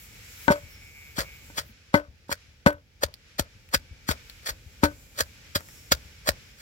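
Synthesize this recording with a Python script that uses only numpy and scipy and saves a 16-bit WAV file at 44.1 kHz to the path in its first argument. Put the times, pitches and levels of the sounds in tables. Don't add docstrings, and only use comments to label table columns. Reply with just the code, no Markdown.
import sys
import numpy as np
from scipy import signal
from scipy.fft import rfft, irfft, next_fast_len
from scipy.io import wavfile

SR = 44100
rng = np.random.default_rng(int(sys.argv[2]) if len(sys.argv) > 2 else 0)


def to_wav(sig):
    pcm = np.clip(np.atleast_2d(sig), -1, 1) * 32767
    pcm = np.round(pcm).astype(np.int16)
    wavfile.write(sys.argv[1], SR, pcm.T)


def amplitude_ratio(level_db):
    exponent = np.asarray(level_db, float) / 20
    return 10 ** exponent


N = 291501
LONG = next_fast_len(N)
HZ = np.maximum(np.arange(LONG // 2 + 1) * SR / LONG, 1)

# [t/s, level/dB]
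OPENNESS = [(0, -51.5), (.55, -51.5), (.8, -55), (1.15, -56.5), (1.55, -52.5), (1.73, -59.5), (2.2, -63.5),
            (2.5, -63), (3.05, -64.5), (3.7, -57), (4.0, -57.5), (4.2, -54), (4.75, -55), (5.2, -53),
            (5.8, -54), (6.61, -56.5)]
# [f/Hz, density/dB per Hz]
RUMBLE = [(15, -45), (25, -2), (54, 0), (82, -0.5), (179, -13), (243, -16.5), (379, -22.5), (508, -20),
          (700, -29.5), (910, -25), (1540, -120)]
AIR = [(180, -31), (300, -13.5), (388, -17.5), (466, -2), (515, -39), (848, -17), (1520, -1.5), (1880, -2),
       (2430, 2), (2650, -1.5), (4110, -6), (5470, -5), (5960, -8), (7900, -14.5), (8400, -24),
       (11700, -17), (19800, -120)]
HISS = [(4410, -20.5), (7500, -9), (8970, -22), (11400, -12.5), (12600, -15.5), (15100, -14.5),
        (15900, -20), (16300, -11.5)]
# [f/Hz, likeness 0..1]
LIKENESS = [(60, 0.97), (180, 0.75), (550, 0.58), (1650, 0), (4970, 0), (15000, 0)]
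# [start t/s, length/s, level/dB]
CHORUS_BURSTS = [
    (-.03, .12, -49),
    (0.324, .22, -46.5),
    (0.666, 0.11, -53),
    (1.618, .12, -57),
]
# [start t/s, end t/s, first f/Hz, last f/Hz, level/dB]
SONGS = [(-.02, .05, 14200, 13300, -68), (.01, .085, 15400, 12800, -68), (-.2, .5, 5470, 5450, -70),
         (.6, 1.0, 5430, 5400, -69), (.9, 1.2, 13050, 12850, -75), (1.0, 1.48, 12150, 12400, -69),
         (.8, 1.5, 15000, 14980, -73), (1.2, 1.5, 15330, 15330, -74), (3.7, 4.6, 2270, 2330, -66),
         (4.85, 5.6, 2270, 2390, -67), (5.5, 6.0, 5480, 5460, -66), (5.6, 5.95, 5170, 5170, -72),
         (5.95, 6.7, 5430, 5320, -70), (5.6, 6.7, 2280, 2150, -70)]
# [t/s, level/dB]
BUZZ = [(0, -58.5), (.3, -56.5), (.6, -55), (.8, -54), (1.0, -46.5), (1.15, -52.5), (1.3, -48.5),
        (1.5, -57.5), (1.7, -95)]
# [f/Hz, width/Hz, level/dB]
BUZZ_BODY = [(1780, 270, -4.5), (2284, 150, 15), (2500, 180, 7), (2740, 84, -5), (4714, 300, -31),
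             (5230, 300, -6.5), (6960, 470, -10.5), (10360, 400, -25.5)]
# [t/s, peak level/dB,
# f/Hz]
THUMPS = [(0.5023, -20.5, 88), (0.6302, -30.5, 83), (1.192, -24.5, 63), (1.595, -33, 93.5),
          (1.69, -42.5, 215), (1.937, -15.5, 94), (2.0784, -32, 65), (2.3126, -30.5, 74),
          (2.4765, -41.5, 72), (2.661, -18, 97), (2.737, -35, 88.5), (3.039, -21, 73), (3.395, -18, 79),
          (3.5491, -39.5, 76), (3.753, -21, 74.4), (3.9065, -28.5, 71), (4.013, -42.5, 66),
          (4.095, -16.5, 73), (4.5, -27.5, 63.5), (4.658, -30.5, 74.6), (4.832, -13.5, 84.6),
          (5.2104, -26.5, 77.5), (5.5523, -24, 92), (5.925, -20, 69), (6.047, -36, 79),
          (6.291, -19.5, 69.4)]
# [t/s, peak level/dB, f/Hz]
TICKS = [
    (2.7294, -24, 1500),
    (3.1401, -18.5, 4620),
    (3.6894, -30.5, 2500),
    (4.2982, -19, 4310),
    (5.6067, -21, 1530),
    (5.6869, -25.5, 1920),
]
# [t of full pressure/s, lead-in/ms, crackle level/dB rms, dying/ms, dull squash minus crackle/dB]
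CRUSH = [(0.512, 38, -35, 42, 8.5), (1.170, 22, -43.5, 12, -6), (1.191, 19, -31.5, 46.5, -4),
         (1.583, 37, -30, 32, -8), (1.942, 11, -37.5, 54.5, 9.5), (2.319, 35, -34.5, 17.4, -3),
         (2.662, 4, -30, 33, 11), (3.034, 22.6, -25, 6, -0.5), (3.395, 12, -17, 2.4, -4.5),
         (3.731, 19, -40, 10, -3), (3.746, 12, -20, 8.1, -13), (4.088, 18, -33, 17, -18),
         (4.108, 15, -33, 21, -1), (4.467, 42, -38, 21, -6.5), (4.488, 22, -34, 23, -6),
         (4.837, 17.2, -28, 33, 3), (5.188, 40, -36, 16, -7.5), (5.205, 9.1, -21.5, 4.4, -6.5),
         (5.556, 8.5, -20, 18.3, -6), (5.92, 9.5, -17, 9.6, -7.5), (6.273, 23, -34, 11, -3.5),
         (6.288, 14.4, -19.5, 5.1, -5), (6.62, 58, -43, 17, -16)]
# [f/Hz, density/dB per Hz]
CRACKLE = [(880, -26.5), (1500, -1.5), (2870, -15), (3170, -8.5), (4280, -5), (4730, 0.5), (5220, -6.5),
           (9900, -10), (11500, -7), (14600, -7.5), (16300, -7)]
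SQUASH = [(150, -37), (300, -17.5), (420, -9.5), (570, -4.5), (800, 9), (1500, 7), (2500, -4.5), (3500, -8),
          (5000, -42)]
# [t/s, ring level/dB, push level/dB, crack level/dB, left minus right/dB]
KNOCKS = [(0.481, -6, -47, -14, 9), (0.503, -8, -10.5, -20, -5), (0.508, -8, -28, -33, -1),
          (1.183, -39, -22, -28, 2), (1.501, -39, -46, -50, -6), (1.583, -32, -44, -27, 1.5),
          (1.942, -2, -12, -11, -4), (1.947, -18, -19, -28, 4.5), (2.294, -24.5, -36, -51, -9),
          (2.316, -43, -48, -28, 0.5), (2.663, -7.5, -3.5, -11, 2), (2.668, -1.5, -20.5, -16.5, -1.5),
          (3.032, -57, -33.5, -34, 0), (3.394, -34, -20, -44, 0.5), (3.743, -34, -23.5, -21, 1),
          (4.09, -29, -18.5, -21.5, 5), (4.49, -47, -76, -33, -1), (4.834, -3.5, -11, -16, 2),
          (5.202, -40, -68, -28, -1.5), (5.557, -27, -23, -55, 0), (5.916, -39, -18, -39, -1.5),
          (6.285, -35, -22.5, -46.5, -2)]
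# [f/Hz, level/dB, t60/s]
PESTLE_MODES = [(296, -3.5, 0.16), (388, -6.5, .06), (447, -13, .06), (556.6, -12.5, .12), (581, -2, 0.15),
                (735, -2, .025), (861, -8, .06), (923, 1, 0.09), (1100.3, -7.5, 0.019), (1300, -14.5, .05),
                (1516, -7, 0.14), (1710, -15.5, .06), (2040, -16, .06), (2300, -18, .04)]

HISS_BELOW_DB, GATE_DB, GATE_SLOPE = 6, -55.5, 4.2
HISS_FOLLOWS = 0.45
CHORUS_DB, CHORUS_FADE_S = 8, 1.5
RUMBLE_DB, RUMBLE_FOLLOWS = -54, .3
SHAKE_DB, SHAKE_T60_S = -27.5, 0.3
CHORUS_BURST_HZ = 11500
UNSTEADY_HZ = 65
BUZZ_HZ = 146.4
HARD_DB, HARD_HELD_MS, HELD_MS_PER_DB = -16, 2.2, 0.34
KNEE_DB = -12.5
GRIND_DB, GRIND_T60_S = -24.0, .022
BARE_DB, PADDED_SHARE = -20, .45
RING_LEAD_S, SQUASH_LEAD_S, CRUSH_LEAD_S = .00025, .0003, .00036
SELF_NOISE_DB, SELF_NOISE_HZ = -74.0, 11000
TOP_CUT_HZ = 15950


def rms_one(x):
    return x / np.sqrt(np.mean(x ** 2) + 1e-20)


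def in_time(rows):
    s, *columns = np.transpose(rows)
    return [np.interp(np.arange(N) / SR, s, c) for c in columns]


def at_hz(points, hz):
    f, value = np.transpose(points)
    return np.interp(np.log(hz), np.log(f), value)


def clicks(times, heights):
    out = np.full(N, 1e-18)
    out[np.minimum((np.asarray(times) * SR).astype(int), N - 1)] = heights
    return out


def ring(x, hz, t60):
    r, w = amplitude_ratio(-60 / (t60 * SR)), 2 * np.pi * hz / SR
    return signal.lfilter([0, np.sin(w)], [1, -2 * r * np.cos(w), r * r], x)


def soften(x, hz):
    r = np.exp(-2 * np.pi * hz / SR)
    return signal.lfilter([(1 - r) ** 2], [1, -2 * r, r * r], x)


def drift(hz):
    slow = soften(rng.standard_normal(N // 20 + 1001), 20 * hz)[1000:]
    return rms_one(slow.repeat(20)[:N])


def coloured(x, spectrum):
    return rms_one(irfft(rfft(x, LONG) * amplitude_ratio(at_hz(spectrum, HZ)), LONG)[..., :N])


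def delayed(x, s):
    return np.roll(x, round(s * SR))


def highpass(x, order, hz):
    return signal.sosfilt(signal.butter(order, hz, "high", fs=SR, output="sos"), x)


def at_knocks_db():
    s, *_, lean_db = np.transpose(KNOCKS)
    return np.interp(np.arange(N) / SR, s, lean_db)


def two_ports(x, lead_s, wall_db, shift_db):
    left = amplitude_ratio((at_knocks_db() + shift_db) / 2)
    out = np.array([left * x, delayed(x, lead_s) / left])
    for k, lag in enumerate(np.geomspace(.0009, .05, 8)):
        sign = (-1) ** (k // 2)
        out[k % 2] += amplitude_ratio(wall_db - 680 * lag) * sign * delayed(x, lag)
    return out


def wide_noise(spectrum, patchy_db):
    mid, side = rfft(rng.standard_normal((2, LONG)))
    alike = np.clip(at_hz(LIKENESS, HZ), -1, 1)
    pair = np.sqrt(1 + alike) * mid + np.sqrt(1 - alike) * side * [[1], [-1]]
    noise = irfft(pair * amplitude_ratio(at_hz(spectrum, HZ)), LONG)[:, :N]
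    return rms_one(noise) * amplitude_ratio(patchy_db * drift(1.9))


def surroundings():
    air_db, = in_time(OPENNESS)
    over = air_db - GATE_DB
    chorus_db = CHORUS_DB * np.clip(1 - (np.arange(N) / SR / CHORUS_FADE_S) ** 4, 0, 1)
    follow_db = HISS_FOLLOWS * np.maximum(over, 0) + GATE_SLOPE * np.minimum(over, 0)
    hiss_db = GATE_DB - HISS_BELOW_DB + follow_db + chorus_db
    s, thump_db, _ = np.transpose(THUMPS)
    jolts = clicks(s + 0.016, amplitude_ratio(thump_db + SHAKE_DB))
    shake = signal.lfilter([1], [1, -amplitude_ratio(-60 / (SHAKE_T60_S * SR))], jolts)
    rumble = amplitude_ratio(RUMBLE_DB + RUMBLE_FOLLOWS * over) + shake
    return (rumble * wide_noise(RUMBLE, patchy_db=1.5)
            + amplitude_ratio(air_db) * wide_noise(AIR, patchy_db=2.24)
            + amplitude_ratio(hiss_db) * wide_noise(HISS, patchy_db=3.4))


def chorus_bursts():
    t, swell = np.arange(N) / SR, np.zeros(N)
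    for s, length, level_db in CHORUS_BURSTS:
        swell += amplitude_ratio(level_db) * np.sin(np.pi * np.clip((t - s) / length, 0, 1)) ** 1.2
    return swell * rms_one(highpass(rng.standard_normal((2, N)), 3, CHORUS_BURST_HZ))


def songs():
    out, waver, flicker = np.zeros((2, N)), drift(60), drift(20)
    for k, (start, end, first_hz, last_hz, level_db) in enumerate(SONGS):
        span = slice(max(int(start * SR), 0), int(end * SR))
        share = np.clip((np.arange(N)[span] / SR - start) / (end - start), 0, 1)
        hz = first_hz + (last_hz - first_hz) * share + UNSTEADY_HZ * np.roll(waver, 9000 * k)[span]
        song_db = level_db + 5 + 3 * np.roll(flicker, 7000 * k)[span]
        swell = np.abs(np.sin(np.pi * share)) ** .6 * amplitude_ratio(song_db)
        direction = rng.uniform(0, 1.6, (2, 1))
        out[:, span] += swell * np.sin(2 * np.pi * np.cumsum(hz) / SR + direction)
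    return out


def insect():
    beats = np.diff(np.floor(np.arange(N) * BUZZ_HZ / SR), prepend=0) + 1e-18
    body = np.zeros(N)
    for hz, width, db in BUZZ_BODY:
        t60 = 1.5 / width
        twice = ring(ring(beats, hz, t60), hz, t60)
        body += amplitude_ratio(db) * np.sqrt(width) * twice * width / SR * 20
    bug = amplitude_ratio(in_time(BUZZ)[0] - 1.5 + 1.9 * drift(16)) * rms_one(body)
    return np.array([bug, delayed(bug, .00011)])


def ground():
    out, t = np.zeros(N), np.arange(SR // 5) / SR
    for s, level_db, hz in THUMPS:
        swell = amplitude_ratio(level_db - 850 * t) * (1 - np.exp(-t / 0.0022))
        out[int((s + .0035) * SR):][:len(t)] += swell * np.sin(2 * np.pi * hz * t)
    return out * amplitude_ratio(np.array([[2.3], [-2.3]]))


def pieces():
    s, level_db, _ = np.transpose(TICKS)
    snap = signal.lfilter([1, -1], [1, -.3], clicks(s, amplitude_ratio(level_db - 10.5)))
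    return snap + sum(ring(clicks(s, amplitude_ratio(db - 11.5)), hz, 0.0032) for s, db, hz in TICKS)


def grains(per_s, pitches_hz, cycles, spread_db):
    sizes = amplitude_ratio(spread_db * np.minimum(rng.exponential(1, N), 4)) * rng.choice([-1, 1], N)
    born = rng.random(N) < per_s / SR
    dealt = rng.integers(0, len(pitches_hz), N)
    out = np.zeros(N)
    for k, hz in enumerate(pitches_hz):
        bursts = sizes * born * (dealt == k) + 1e-18
        out += np.sqrt(hz) * ring(bursts, hz, cycles / hz) / np.sqrt(hz / 3000 + 1)
    return out


def crushing():
    t, bright, dull = np.arange(N) / SR, np.zeros(N), np.zeros(N)
    for s, lead, level_db, dying, squash_db in CRUSH:
        held = max(HARD_HELD_MS + HELD_MS_PER_DB * (HARD_DB - level_db), 1)
        for layer, offset_db, slower in ((bright, 0, .8), (dull, squash_db, 1.2)):
            steps_ms = [-lead - 4, 4, 0.74 * lead, .25 * lead, held, slower * dying, slower ** 2 * 78.0]
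            marks = s + np.cumsum(steps_ms) / 1000
            span = slice(int(marks[0] * SR), int(marks[-1] * SR))
            pressure_db = np.interp(t[span], marks, [-50, -30, KNEE_DB, 0, -2, -24, -60])
            layer[span] += amplitude_ratio(level_db + offset_db + pressure_db)
    lumps = amplitude_ratio(3.5 * drift(170))
    crackle = coloured(grains(16000, np.geomspace(1500, 16000, 22), cycles=2.9, spread_db=3.0), CRACKLE)
    squash = coloured(grains(6000, np.geomspace(300, 3200, 11), cycles=1.1, spread_db=-0.5), SQUASH)
    return lumps * bright * crackle, lumps * dull * squash


def pestle():
    s, ring_db, push_db, crack_db, _ = np.transpose(KNOCKS)
    luck = rng.normal(0, 2.5, (len(s), len(PESTLE_MODES)))
    bare = ring_db > BARE_DB
    out = np.zeros(N)
    for k, (hz, level_db, t60) in enumerate(PESTLE_MODES):
        strength_db = ring_db - 10.5 if hz < 1100 else crack_db + 9.5
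        heights = amplitude_ratio(strength_db + level_db + luck[:, k])
        out -= ring(clicks(s, heights * bare), hz, t60)
        out -= ring(clicks(s, heights * ~bare), hz, PADDED_SHARE * t60)
    push = clicks(s + 0.0012, amplitude_ratio(push_db + 1.0))
    return soften(out, 6700) + ring(push, 190, 0.021) + amplitude_ratio(-4.5) * ring(push, 279.4, 0.03)


def scene():
    behind = surroundings() + chorus_bursts() + songs() + insect()
    crackle, squash = crushing()
    squash = squash + amplitude_ratio(GRIND_DB) * ring(squash, PESTLE_MODES[4][0], GRIND_T60_S)
    crush = two_ports(crackle + pieces(), CRUSH_LEAD_S, wall_db=-4.5, shift_db=1.0)
    crush += two_ports(squash, SQUASH_LEAD_S, wall_db=-24.0, shift_db=4.6)
    knocks = two_ports(pestle(), RING_LEAD_S, wall_db=-28.5, shift_db=4.7)
    return behind + ground() + amplitude_ratio(5.0) * crush + knocks


def low_pass(x):
    return signal.sosfilt(signal.butter(12, 16860, fs=SR, output="sos"), x)


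def record(dry):
    own = highpass(rng.standard_normal(dry.shape), 4, SELF_NOISE_HZ)
    x = .97 * np.tanh((dry + amplitude_ratio(SELF_NOISE_DB) * own) / .97)
    x = highpass(x, 4, 44)
    x = signal.sosfilt(signal.ellip(10, 1, 65, TOP_CUT_HZ, fs=SR, output="sos"), x)
    return low_pass(x)


dry = scene()
out = record(dry)
to_wav(out)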